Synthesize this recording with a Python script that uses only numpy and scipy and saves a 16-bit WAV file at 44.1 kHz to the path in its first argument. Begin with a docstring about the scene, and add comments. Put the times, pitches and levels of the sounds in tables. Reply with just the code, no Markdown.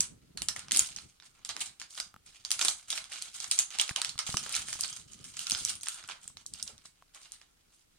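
"""In a quiet, curtained room, a plastic snack packet is pulled and twisted open by hand at a table.
Buckling creases in the stiff film are short noise bursts with a ring; many tiny ones make the crackle.
A table bounce and a decaying tail answer both. The bag's flaps are fading bands of noise, the dry knocks
are damped tones with a click, and the rumbling sleeves, room air and microphone hiss are shaped noise."""
import sys
import numpy as np
from scipy import signal
from scipy.fft import rfft, irfft
from scipy.io import wavfile

SR = 44100
rng = np.random.default_rng(int(sys.argv[2]) if len(sys.argv) > 2 else 0)


def unload_audio(sound):
    """Save the sound as a 16-bit wav file, at the path given as the first command line argument."""
    columns = np.transpose(np.atleast_2d(sound))
    # keep every value between -1 and 1, then stretch to whole-number steps
    steps = np.round(np.clip(columns, -1, 1) * 32767)
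    wavfile.write(sys.argv[1], SR, steps.astype(np.int16))


N = 352024

# large creases that buckle: (time [s], relative level [dB], body gain up to 1.6 kHz [dB],
# edge gain from 8 kHz up [dB], ring of the flipped panel [Hz])
CREASES = [(0.0062, -17.5, -3, 6, 6000), (0.374, -27, 3.5, -0.5, 4200), (0.4198, -26.5, -0.5, 6.5, 2950),
           (0.486, -20.5, 0.5, 4.5, 5070), (0.5627, -29.5, 11, 2.5, 1970),
           (0.5932, -34.5, -6.5, -2.5, 9000), (0.684, -36, 10, -11, 1080), (0.7107, -22, 5.5, -3, 2070),
           (0.7192, -19, 0.5, 7.5, 3770), (0.7475, -21, 4.5, 0.5, 5130), (0.7624, -21, 1, 5.5, 9600),
           (0.7723, -19, -24, 6, 9660), (0.793, -18.5, -19.5, 10, 6800), (0.963, -31, 1, -1, 5950),
           (0.986, -33, 2, -10, 4270), (1.2, -46.5, 9, -9, 3730), (1.2237, -47, 11, -23, 4700),
           (1.4493, -27.5, -6, -4.5, 7500), (1.4913, -22, -4.5, -10, 3250), (1.5658, -29, 11, -0.5, 3740),
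           (1.799, -34, 4, 0, 3270), (1.816, -31, 9.5, -5, 4760), (1.9064, -42.5, -12, -1, 5030),
           (1.9525, -41, -2, -4, 4700), (1.9768, -33, 5, -28, 3200), (2.0008, -24, 2.5, 0, 4700),
           (2.2636, -57.5, -28, 11, 7900), (2.45, -27, -7.5, -5.5, 4700), (2.506, -23, -4, 2, 5800),
           (2.5157, -15, -3.5, -1, 10300), (2.593, -21.5, -1.5, -3.5, 2330), (2.613, -18.5, 4, 0.5, 3680),
           (2.649, -14, -2, -5, 9900), (2.6832, -15.5, -12, 3, 3840), (2.9035, -20.5, -21, -1, 2880),
           (2.9276, -22.5, -3, -26, 3600), (2.9553, -32.5, 2, -2, 3400), (2.9767, -27.5, 9, 2.5, 2440),
           (3.042, -37, 4, -2, 3340), (3.12, -35.5, 13.5, 1.5, 2640), (3.1343, -33, -6.5, -3, 2860),
           (3.2227, -30, -7, 4.5, 4360), (3.4024, -29.5, 3.5, 0.5, 4330), (3.443, -28, 9.5, -8, 6840),
           (3.5132, -14, -15, -2, 8700), (3.5895, -17.5, -5, 8, 6340), (3.7052, -34.5, 2.5, -3, 6400),
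           (3.7871, -25.5, 5, 6.5, 1400), (3.7975, -12.5, -10, -13.5, 3000), (3.8132, -19.5, 2, 1.5, 7240),
           (3.879, -29.5, -15, -3, 4300), (3.8929, -24.5, 8.5, -2, 2700), (3.9614, -17, -2, -13, 2970),
           (4.0169, -21.5, 10.5, 2, 4020), (4.0473, -21, 5.5, -0.5, 3200), (4.093, -25.5, -17, -4.5, 4400),
           (4.179, -34.5, 5, -3, 3920), (4.19, -16.5, 4, -4.5, 3900), (4.3697, -17.5, 1.5, -1.5, 5530),
           (4.4631, -38.5, 23, 7, 3400), (4.4934, -34, 0, 9, 4300), (4.5421, -20.5, -1.5, -21, 2300),
           (4.5513, -23, -21, 0.5, 6300), (4.5643, -21.5, 2, -3.5, 3340), (4.685, -30.5, 8.5, -5.5, 8900),
           (4.729, -24.5, 3.5, -1, 6400), (4.809, -26, -2.5, 11, 5670), (4.8361, -23.5, 1.5, -5, 4600),
           (5.1336, -45, -6, 2, 6640), (5.2423, -40.5, 0, 4, 5400), (5.3694, -33, 10, -1, 6950),
           (5.3924, -28.5, -6, 6.5, 2860), (5.469, -21, -5, -6.5, 2460), (5.4982, -23, -10, 4, 2900),
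           (5.509, -20, -5, 0, 2700), (5.5189, -19, -5, -5, 6100), (5.549, -21.5, -3.5, -31, 2850),
           (5.6499, -24, -21, 6, 6060), (5.7542, -35, -22, -0.5, 9500), (5.8105, -40.5, -12, 7, 6360),
           (5.833, -32, -6, 4, 2960), (5.8702, -27, 7.5, -22, 1380), (5.8851, -27.5, 3.5, 9, 3000),
           (6.0396, -42.5, 15, -3, 1350), (6.077, -48, -19, 11, 1400), (6.0888, -28.5, 12, -5.5, 2900),
           (6.12, -34, 8, -14, 2290), (6.278, -41, 3, 7, 7700), (6.3704, -34.5, 2, -9, 2100),
           (6.4636, -38, -49, 10, 5860), (6.5374, -34.5, -29, 4.5, 5000), (6.6272, -29.5, -42, 8, 5370),
           (6.677, -33, -24, -4, 5970), (6.7798, -45, 4.5, -3, 3830), (6.8564, -41.5, -2, 3, 4430),
           (7.1478, -47, 2, 8, 2600), (7.32, -39.5, -29, 8.5, 5700), (7.415, -43.5, 9, -7, 2400)]


def snaps(peak_db, level_db=-4.0, peak_octaves=0.15, scatter_db=1, size=512):
    """Snap-through buckling: wide panels give body, tight folds give edge, and the panel rings briefly."""
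    out = np.zeros((2, N))
    for s, db, body_db, edge_db, ring_hz in CREASES:
        burst = buckle(crack_s=0.0005, ring_s=0.0017, ring_db=2, same=0.85)
        tone = [(1600, body_db), (3200, 0.0029), (5500, 0.015), (8000, edge_db)]

        def shape_db(hz):
            octaves_away = np.log2((hz + 1) / ring_hz)
            return read(tone, hz) + peak_db / (1 + (octaves_away / peak_octaves) ** 2)

        snap = colour(np.pad(burst, ((0, 0), (0, size))), shape_db, size=512)
        # what one port gains the other loses, on average in favour of the left
        balance_db = scatter_db * rng.uniform(-0.47, 1) * np.array([[1], [-1]])
        add(out, s, snap * gain_of(level_db + db + balance_db))
    return out


def buckle(crack_s, ring_s, ring_db, same, size=256):
    """Impulsive release: a crease flips with a crack and a few milliseconds of flutter, both decaying."""
    t = np.arange(size) / SR
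    decay = np.exp(-t / crack_s) + gain_of(ring_db) * np.exp(-t / ring_s)
    left, right = pair(size, same) * decay
    lag = rng.integers(4)  # the right port hears it 0 to 3 samples later
    return np.array([evened(left), evened(np.pad(right, (lag, 0))[:size])])


# resonances of the bag's air pocket, sounded by sliding film: (frequency [Hz], width [Hz], level [dB])
AIR_POCKET = [(1280, 110, -4), (3135, 160, -6)]
# how strongly the pocket rings: (time [s], level before flutter [dB])
POCKET_RINGING = [(0, -23), (4.9, -12), (5.3, -10), (6, -9.5), (6.3, -13), (6.6, -25.5)]


def crackle(level_db=-2, rub_db=-12, wander=0.074, wander_hz=7, flutter_db=3, flutter_hz=35,
            patchy_db=2, patchy_hz=55):
    """Amplitude modulation: finger work drives tiny creases, sliding hiss and the air pocket's resonance."""
    bend = 1 + wander * drift(wander_hz)
    flutter = gain_of(follow(POCKET_RINGING) + flutter_db * drift(flutter_hz))
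    pocket = 0
    for hz, width, db in AIR_POCKET:
        pocket = pocket + gain_of(db) * evened(resonate(pair(N, 0.24), hz * bend, width))
    rub = gain_of(rub_db) * pair(N, 0.98)
    spectrum = rfft(grains() + rub + flutter * pocket)
    # taut film is bright, slack film dull: work() tilts four overlapping bands,
    # and each flickers as the folds shift
    centres = np.array([1200, 2500, 5000, 9000])  # Hz
    hz = np.fft.rfftfreq(N, 1 / SR)
    out = 0
    for centre, share in zip(centres, np.eye(len(centres))):
        band = irfft(spectrum * read(np.transpose([centres, share]), hz), N)
        flicker = gain_of(level_db + patchy_db * drift(patchy_hz))
        out = out + band * flicker * work(np.log2(centre / centres[2]))
    return out


def grains(base_per_s=600, spread_db=3.0, count=20):
    """Clustered shot noise: tiny creases of unequal size and colour, whose rate drifts into clumps."""
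    clumps = np.exp(0.9 * drift(60))
    happens = rng.random(N) < base_per_s / SR * clumps
    sizes = gain_of(spread_db * np.minimum(rng.exponential(1, N), 4)) * happens
    kind = rng.integers(0, count, N)
    out = np.zeros((2, N))
    for k in range(count):
        tone = np.transpose([np.geomspace(600, 11000, 12), 5 * rng.standard_normal(12)])  # Hz, dB
        burst = buckle(crack_s=0.00027, ring_s=0.0053, ring_db=-11.0, same=0.51)
        grain = colour(burst, lambda hz: read(tone, hz), size=256)
        out += signal.oaconvolve((sizes * (kind == k))[None], evened(grain), axes=1)[:, :N]
    return evened(out)


# pulls and twists of the fingers: (start [s], length [s], relative level [dB], brightness [dB/octave])
FINGER_PULLS = [(0.577, 0.076, -54, -8.5), (0.738, 0.098, -25.5, -1), (0.97, 0.0093, -44, -3),
                (1.088, 0.011, -52.5, -2), (1.245, 0.023, -52.5, -1.5), (1.384, 0.049, -62, -8),
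                (1.606, 0.027, -32.5, -2), (1.912, 0.061, -44.5, 0), (2.263, 0.36, -53.5, -2),
                (2.619, 0.064, -32, 3.5), (2.768, 0.19, -53.5, -1.5), (2.896, 0.063, -37, -0.5),
                (3.114, 0.13, -40.5, -3), (3.348, 0.13, -40.5, 0), (3.523, 0.071, -36, -0.5),
                (3.73, 0.07, -38.5, -5.5), (4.014, 0.078, -53, 2), (4.265, 0.07, -34, -.5),
                (4.428, 0.06, -36.5, -4), (4.529, 0.044, -29, -1.5), (4.625, 0.35, -39, 0),
                (5.09, 0.44, -49.5, -0.5), (5.385, .04, -36, -1), (5.489, 0.12, -37, 2),
                (5.658, 0.051, -33, -0.5), (5.854, 0.074, -36, 1), (5.95, 0.08, -47, -5.5),
                (6.099, 0.013, -41.5, -5.5), (6.227, 0.044, -49.5, 1.5), (6.552, 0.051, -43.5, -4),
                (6.672, 0.011, -51.5, -7.5), (6.82, .03, -58, -4), (7.15, 0.019, -52.5, -5),
                (7.202, 0.048, -51.5, -3), (7.254, 0.097, -51, -2.5), (7.721, 0.073, -59.5, -0.5)]
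GRIP_DB_PER_S, LET_GO_DB_PER_S = 645, 269  # a pull builds quickly and lets go more slowly
HOLDING_DB, HOLDING_TILT_DB = -69, -5.5  # packet merely held: relative level, brightness per octave
# a flurry of tiny creases around every snap; its brightness partly follows the snap's
FLURRY_DB, FLURRY_DB_PER_S, FLURRY_RISE_DB_PER_S = -11, 377.5, 6000
FLURRY_TILT_DB, FLURRY_TILT_SHARE = -3.5, 0.13


def work(octave):
    """Power summation of holding, pulls and flurries, in a band so many octaves above 5 kHz."""
    t = np.arange(0, N / SR, 1 / 1000)
    power = gain_of(HOLDING_DB + HOLDING_TILT_DB * octave) ** 2
    for s, length, db, tilt_db in FINGER_PULLS:
        build_db = GRIP_DB_PER_S * (t - s)
        release_db = LET_GO_DB_PER_S * (s + length - t)
        shape_db = np.minimum(np.minimum(build_db, release_db), 0)
        power = power + gain_of(db + tilt_db * octave + shape_db) ** 2
    for s, db, body_db, edge_db, _ in CREASES:
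        shape_db = np.minimum(FLURRY_RISE_DB_PER_S * (t - s), FLURRY_DB_PER_S * (s - t))
        tilt_db = FLURRY_TILT_DB + FLURRY_TILT_SHARE * (edge_db - body_db)
        power = power + gain_of(db + FLURRY_DB + tilt_db * octave + shape_db) ** 2
    return np.interp(np.arange(N) / SR, t, np.sqrt(power))


# what the film radiates: (frequency [Hz], gain [dB])
FILM_RADIATION = [(60, -48.5), (220, -25), (480, -24), (800, -16.5), (1300, -11), (2000, -8), (3100, -3.5),
                  (4200, -1), (6500, 0.5), (8000, 0.5), (9500, 1), (10600, -12), (12000, -17), (15500, -28)]


def radiate(x):
    """Radiation efficiency: thin film gives off little bass and most strongly the upper treble."""
    return colour(x, lambda hz: read(FILM_RADIATION, hz))


def varied_echo(x, count=4):
    """Equal-power crossfading: steadily through a few random echo patterns, so no fixed colouring stands out."""
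    place = np.arange(N) / SR * 7  # seven patterns a second
    out = 0
    for k in range(count):
        away = abs((place - k) % count - count / 2)
        out = out + room(x * np.cos(np.pi / 2 * np.minimum(away, 1)))
    return out


# the room's echo: (frequency [Hz], relative level [dB], decay time to -60 dB [s])
ROOM_DECAY = [(250, 0.5, 0.075), (1000, -4, 0.37), (2200, -5, 0.21), (4940, -7, 0.21), (9000, -6.5, 0.22),
              (14000, -6.5, 0.12)]


def room(x, table_s=0.0064, table_db=-13, first_s=0.0056, size=22050):
    """Reverberation: one clear table reflection, and a short, exponentially decaying tail of sparse echoes."""
    t = np.arange(size) / SR
    sparse = rng.random((2, size)) < 5000 / SR  # about 5000 reflections a second
    taps = rng.choice([-1., 1.], (2, size)) * sparse * (t > first_s)
    hz, frame_s, z = signal.stft(taps, SR, nperseg=128)
    t60 = read(ROOM_DECAY, hz, axis=2)[:, None]
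    decay_db = -60 * np.maximum(frame_s - first_s, 0) / t60
    energy = t60 * SR / np.log(10 ** 6)  # of the decay, so that long tails are not louder in total
    z = z * gain_of(read(ROOM_DECAY, hz)[:, None] + decay_db) / np.sqrt(energy)
    tail = signal.istft(z, SR, nperseg=128)[1][:, :size] / np.sqrt(np.mean(taps ** 2))
    bounce = buckle(crack_s=0.0009, ring_s=0.003, ring_db=-8.0, same=1.0)
    add(tail, table_s, gain_of(table_db) * bounce / np.linalg.norm(bounce[0]))
    return signal.fftconvolve(x, tail, axes=1)[:, :N]


# the two microphone ports differ in colour: (frequency [Hz], left minus right [dB])
PORT_DIFFERENCE = [(200, 0), (600, -4), (1200, 1), (4200, -7.5), (6400, -6), (8000, -1), (9700, 5.5),
                   (12000, -2.5)]


def ports(x):
    """Interchannel level difference: half is added to the left port and half taken from the right."""
    return colour(x, lambda hz: np.outer([0.5, -0.5], read(PORT_DIFFERENCE, hz)))


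# the whole bag flexes and pushes air: (time [s], relative level [dB], centre frequency [Hz])
BAG_FLEXES = [(0.713, -46.5, 218), (.752, -48, 264), (1.55, -55, 288), (2.645, -49.5, 350),
              (3.975, -45.5, 810), (4.348, -50, 250), (6.69, -60, 497)]


def puffs(level_db=0, fade_s=0.03, octaves=0.4):
    """Volume displacement: a flex of the whole bag gives a soft low flap of band noise that dies away."""
    out = np.zeros((2, N))
    t = np.arange(SR // 4) / SR
    for s, db, centre_hz in BAG_FLEXES:
        def shape_db(hz):
            return np.maximum(-3 * (np.log2((hz + 1) / centre_hz) / octaves) ** 2, -50)

        air = colour(pair(len(t), 0.3), shape_db)
        add(out, s, gain_of(level_db + db) * evened(air) * np.exp(-t / fade_s))
    return out


# dry knocks and bumps: (time [s], relative tick level [dB], tick pitch [Hz], thump level [dB],
# thump pitch [Hz])
DRY_KNOCKS = [(2.142, -42, 1280, -50, 160), (2.1632, -42, 1270, -48.5, 160), (3.910, -31.5, 1650, -31, 125),
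              (4.156, -45.5, 1170, -41, 107), (4.2913, -38, 750, -32, 130),
              (4.3429, -24.5, 1140, -25.5, 138), (4.755, -44, 900, -45, 120),
              (4.793, -38.5, 1120, -48, 150), (5.522, -42, 800, -35, 204), (6.255, -52, 1310, -55, 110),
              (6.301, -53, 1060, -53, 131), (6.458, -54, 1140, -67, 150), (6.854, -48, 1140, -56, 180),
              (7.024, -46.5, 1060, -75, 198)]
# the knocks' short ring: (multiple of the tick pitch [ratio], relative level [dB], decay to -60 dB [s])
TICK_MODES = [(.68, -10.5, 0.018), (1, 2.5, 0.013), (2.2, -11.5, 0.0024)]


def knocks(thump_s=0.0017, tick_db=-2, click_db=-13, click_s=0.00079, lag_s=0.00081):
    """Damped modes: a click, a woody tick and a low push late on the left, too close to stir the room."""
    out = np.zeros((2, N))
    t = np.arange(SR // 10) / SR
    late = np.maximum(t - np.array([[lag_s], [0]]), 0)
    push = 2 * late / thump_s * np.exp(-late / thump_s)
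    for s, hard_db, tick_hz, push_db, thump_hz in DRY_KNOCKS:
        tick = 0
        for ratio, db, t60 in TICK_MODES:
            tick = tick + gain_of(db - 60 * t / t60) * np.cos(2 * np.pi * tick_hz * ratio * t)
        click = gain_of(click_db) * pair(len(t), 0.58) * np.exp(-t / click_s)
        thump = push * np.sin(2 * np.pi * thump_hz * late)
        add(out, s, gain_of(hard_db + tick_db) * (tick + click) + gain_of(push_db) * thump)
    return out


# rustling cloth: (frequency [Hz], relative level [dB])
CLOTH_SPECTRUM = [(20, -16), (55, 2), (170, 0), (400, -14.5), (2000, -48)]
# sleeves and hands moving: (time [s], relative level [dB])
SLEEVE_MOTION = [(0, -55.5), (.26, -62), (.45, -56), (1.05, -59), (1.17, -75.5), (1.56, -65.5),
                 (1.9, -72.5), (3.7, -72), (3.95, -69), (4.33, -58.5), (5, -61), (5.08, -67), (5.2, -58.5),
                 (5.35, -68), (5.6, -54.5), (5.9, -75.5), (6.65, -62.5), (6.9, -76.5)]


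def sleeves(level_db=-1, lumps_db=5.0, lumps_hz=45):
    """Friction noise: a soft rumble of cloth and moving hands, made lumpy by a random level."""
    rumble = colour(diffuse(), lambda hz: read(CLOTH_SPECTRUM, hz), size=8192)
    lumpy = rumble * gain_of(lumps_db * drift(lumps_hz))
    return evened(lumpy) * gain_of(level_db + follow(SLEEVE_MOTION))


# still room and microphone hiss: (frequency [Hz], relative level [dB])
QUIET_SPECTRUM = [(12, -39), (20, -1), (77, -9), (107, -15), (228, -26), (293, -17.5), (574, -25),
                  (1330, -25.5), (9140, -27), (16000, -34.5)]


def stillness(level_db=-73.5):
    """Stationary background noise: low room noise and microphone hiss, its level set on the port average."""
    air = colour(diffuse(), lambda hz: read(QUIET_SPECTRUM, hz), size=8192)
    return gain_of(level_db) * air / air.mean(0).std()


def diffuse():
    """Diffuse-field coherence: noise shared by the ports in the bass and unrelated higher up."""
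    a, b = rng.standard_normal((2, N))
    apart_db = [(40, -14.0), (120, -11.0), (280, 2), (3000, 2)]  # Hz, dB
    apart = colour(b[None], lambda hz: read(apart_db, hz))[0]
    return np.array([a + apart, a - apart])


def pair(size, same):
    """Partial correlation: left and right noise with a shared part."""
    a, b = rng.standard_normal((2, size))
    return np.array([a, same * a + np.sqrt(1 - same ** 2) * b])


def drift(rate_hz):
    """Random modulation: normal random values, rate_hz of them a second, joined by straight lines."""
    at = np.arange(N) / SR * rate_hz
    return np.interp(at, np.arange(4096), rng.standard_normal(4096))


def resonate(x, hz, width):
    """Heterodyne resonance: x is shifted down by the curve hz, smoothed and shifted back."""
    turn = np.exp(2j * np.pi * np.cumsum(hz) / SR)
    r = np.exp(-np.pi * width / SR)
    return 2 * (turn * signal.lfilter([1 - r], [1, -r], x / turn)).real


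def colour(x, shape_db, size=2048):
    """Minimum-phase filtering: a causal filter whose gain in dB is the function shape_db of frequency."""
    log_gain = np.log(gain_of(shape_db(abs(np.fft.fftfreq(size, 1 / SR)))))
    taps = np.fft.ifft(np.exp(np.conj(signal.hilbert(log_gain)))).real
    return signal.oaconvolve(x, np.atleast_2d(taps), axes=1)[:, :x.shape[1]]


def gain_of(db):
    """Decibel law: level to amplitude."""
    return 10 ** (np.asarray(db) / 20)


def evened(x):
    """Normalisation to rms 1."""
    return x / np.sqrt(np.mean(x ** 2) + 1e-20)


def read(points, hz, axis=1):
    """Interpolation of one column of a spectrum table on a log-frequency axis."""
    columns = np.transpose(points)
    return np.interp(np.log(hz + 1), np.log(columns[0] + 1), columns[axis])


def follow(points):
    """Linear interpolation of a curve over time, at every sample."""
    times, values = np.transpose(points)
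    return np.interp(np.arange(N) / SR, times, values)


def add(mix, s, sound):
    """Superposition: mixes a sound in at time s."""
    part = mix[:, max(round(s * SR), 0):][:, :sound.shape[-1]]
    part += sound[..., :part.shape[1]]


def scene():
    """Superposition of the packet and its echo through two unlike ports, the low sounds and the background."""
    fine = crackle()
    direct = radiate(snaps(peak_db=9.0) + fine)
    # the room gets its own random draw of the same snaps
    into_room = radiate(snaps(peak_db=9.0) + fine)
    packet = ports(direct + varied_echo(into_room))
    return packet + puffs() + knocks() + sleeves() + stillness()


def record(dry):
    """Soft saturation and band limiting: the sharpest peaks are rounded off, then a low-pass at 16.2 kHz."""
    low_pass = signal.firwin(255, 16200, window=("kaiser", 9), fs=SR)
    return signal.oaconvolve(np.tanh(dry), low_pass[None], "same")


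dry = scene()
out = record(dry)
unload_audio(out)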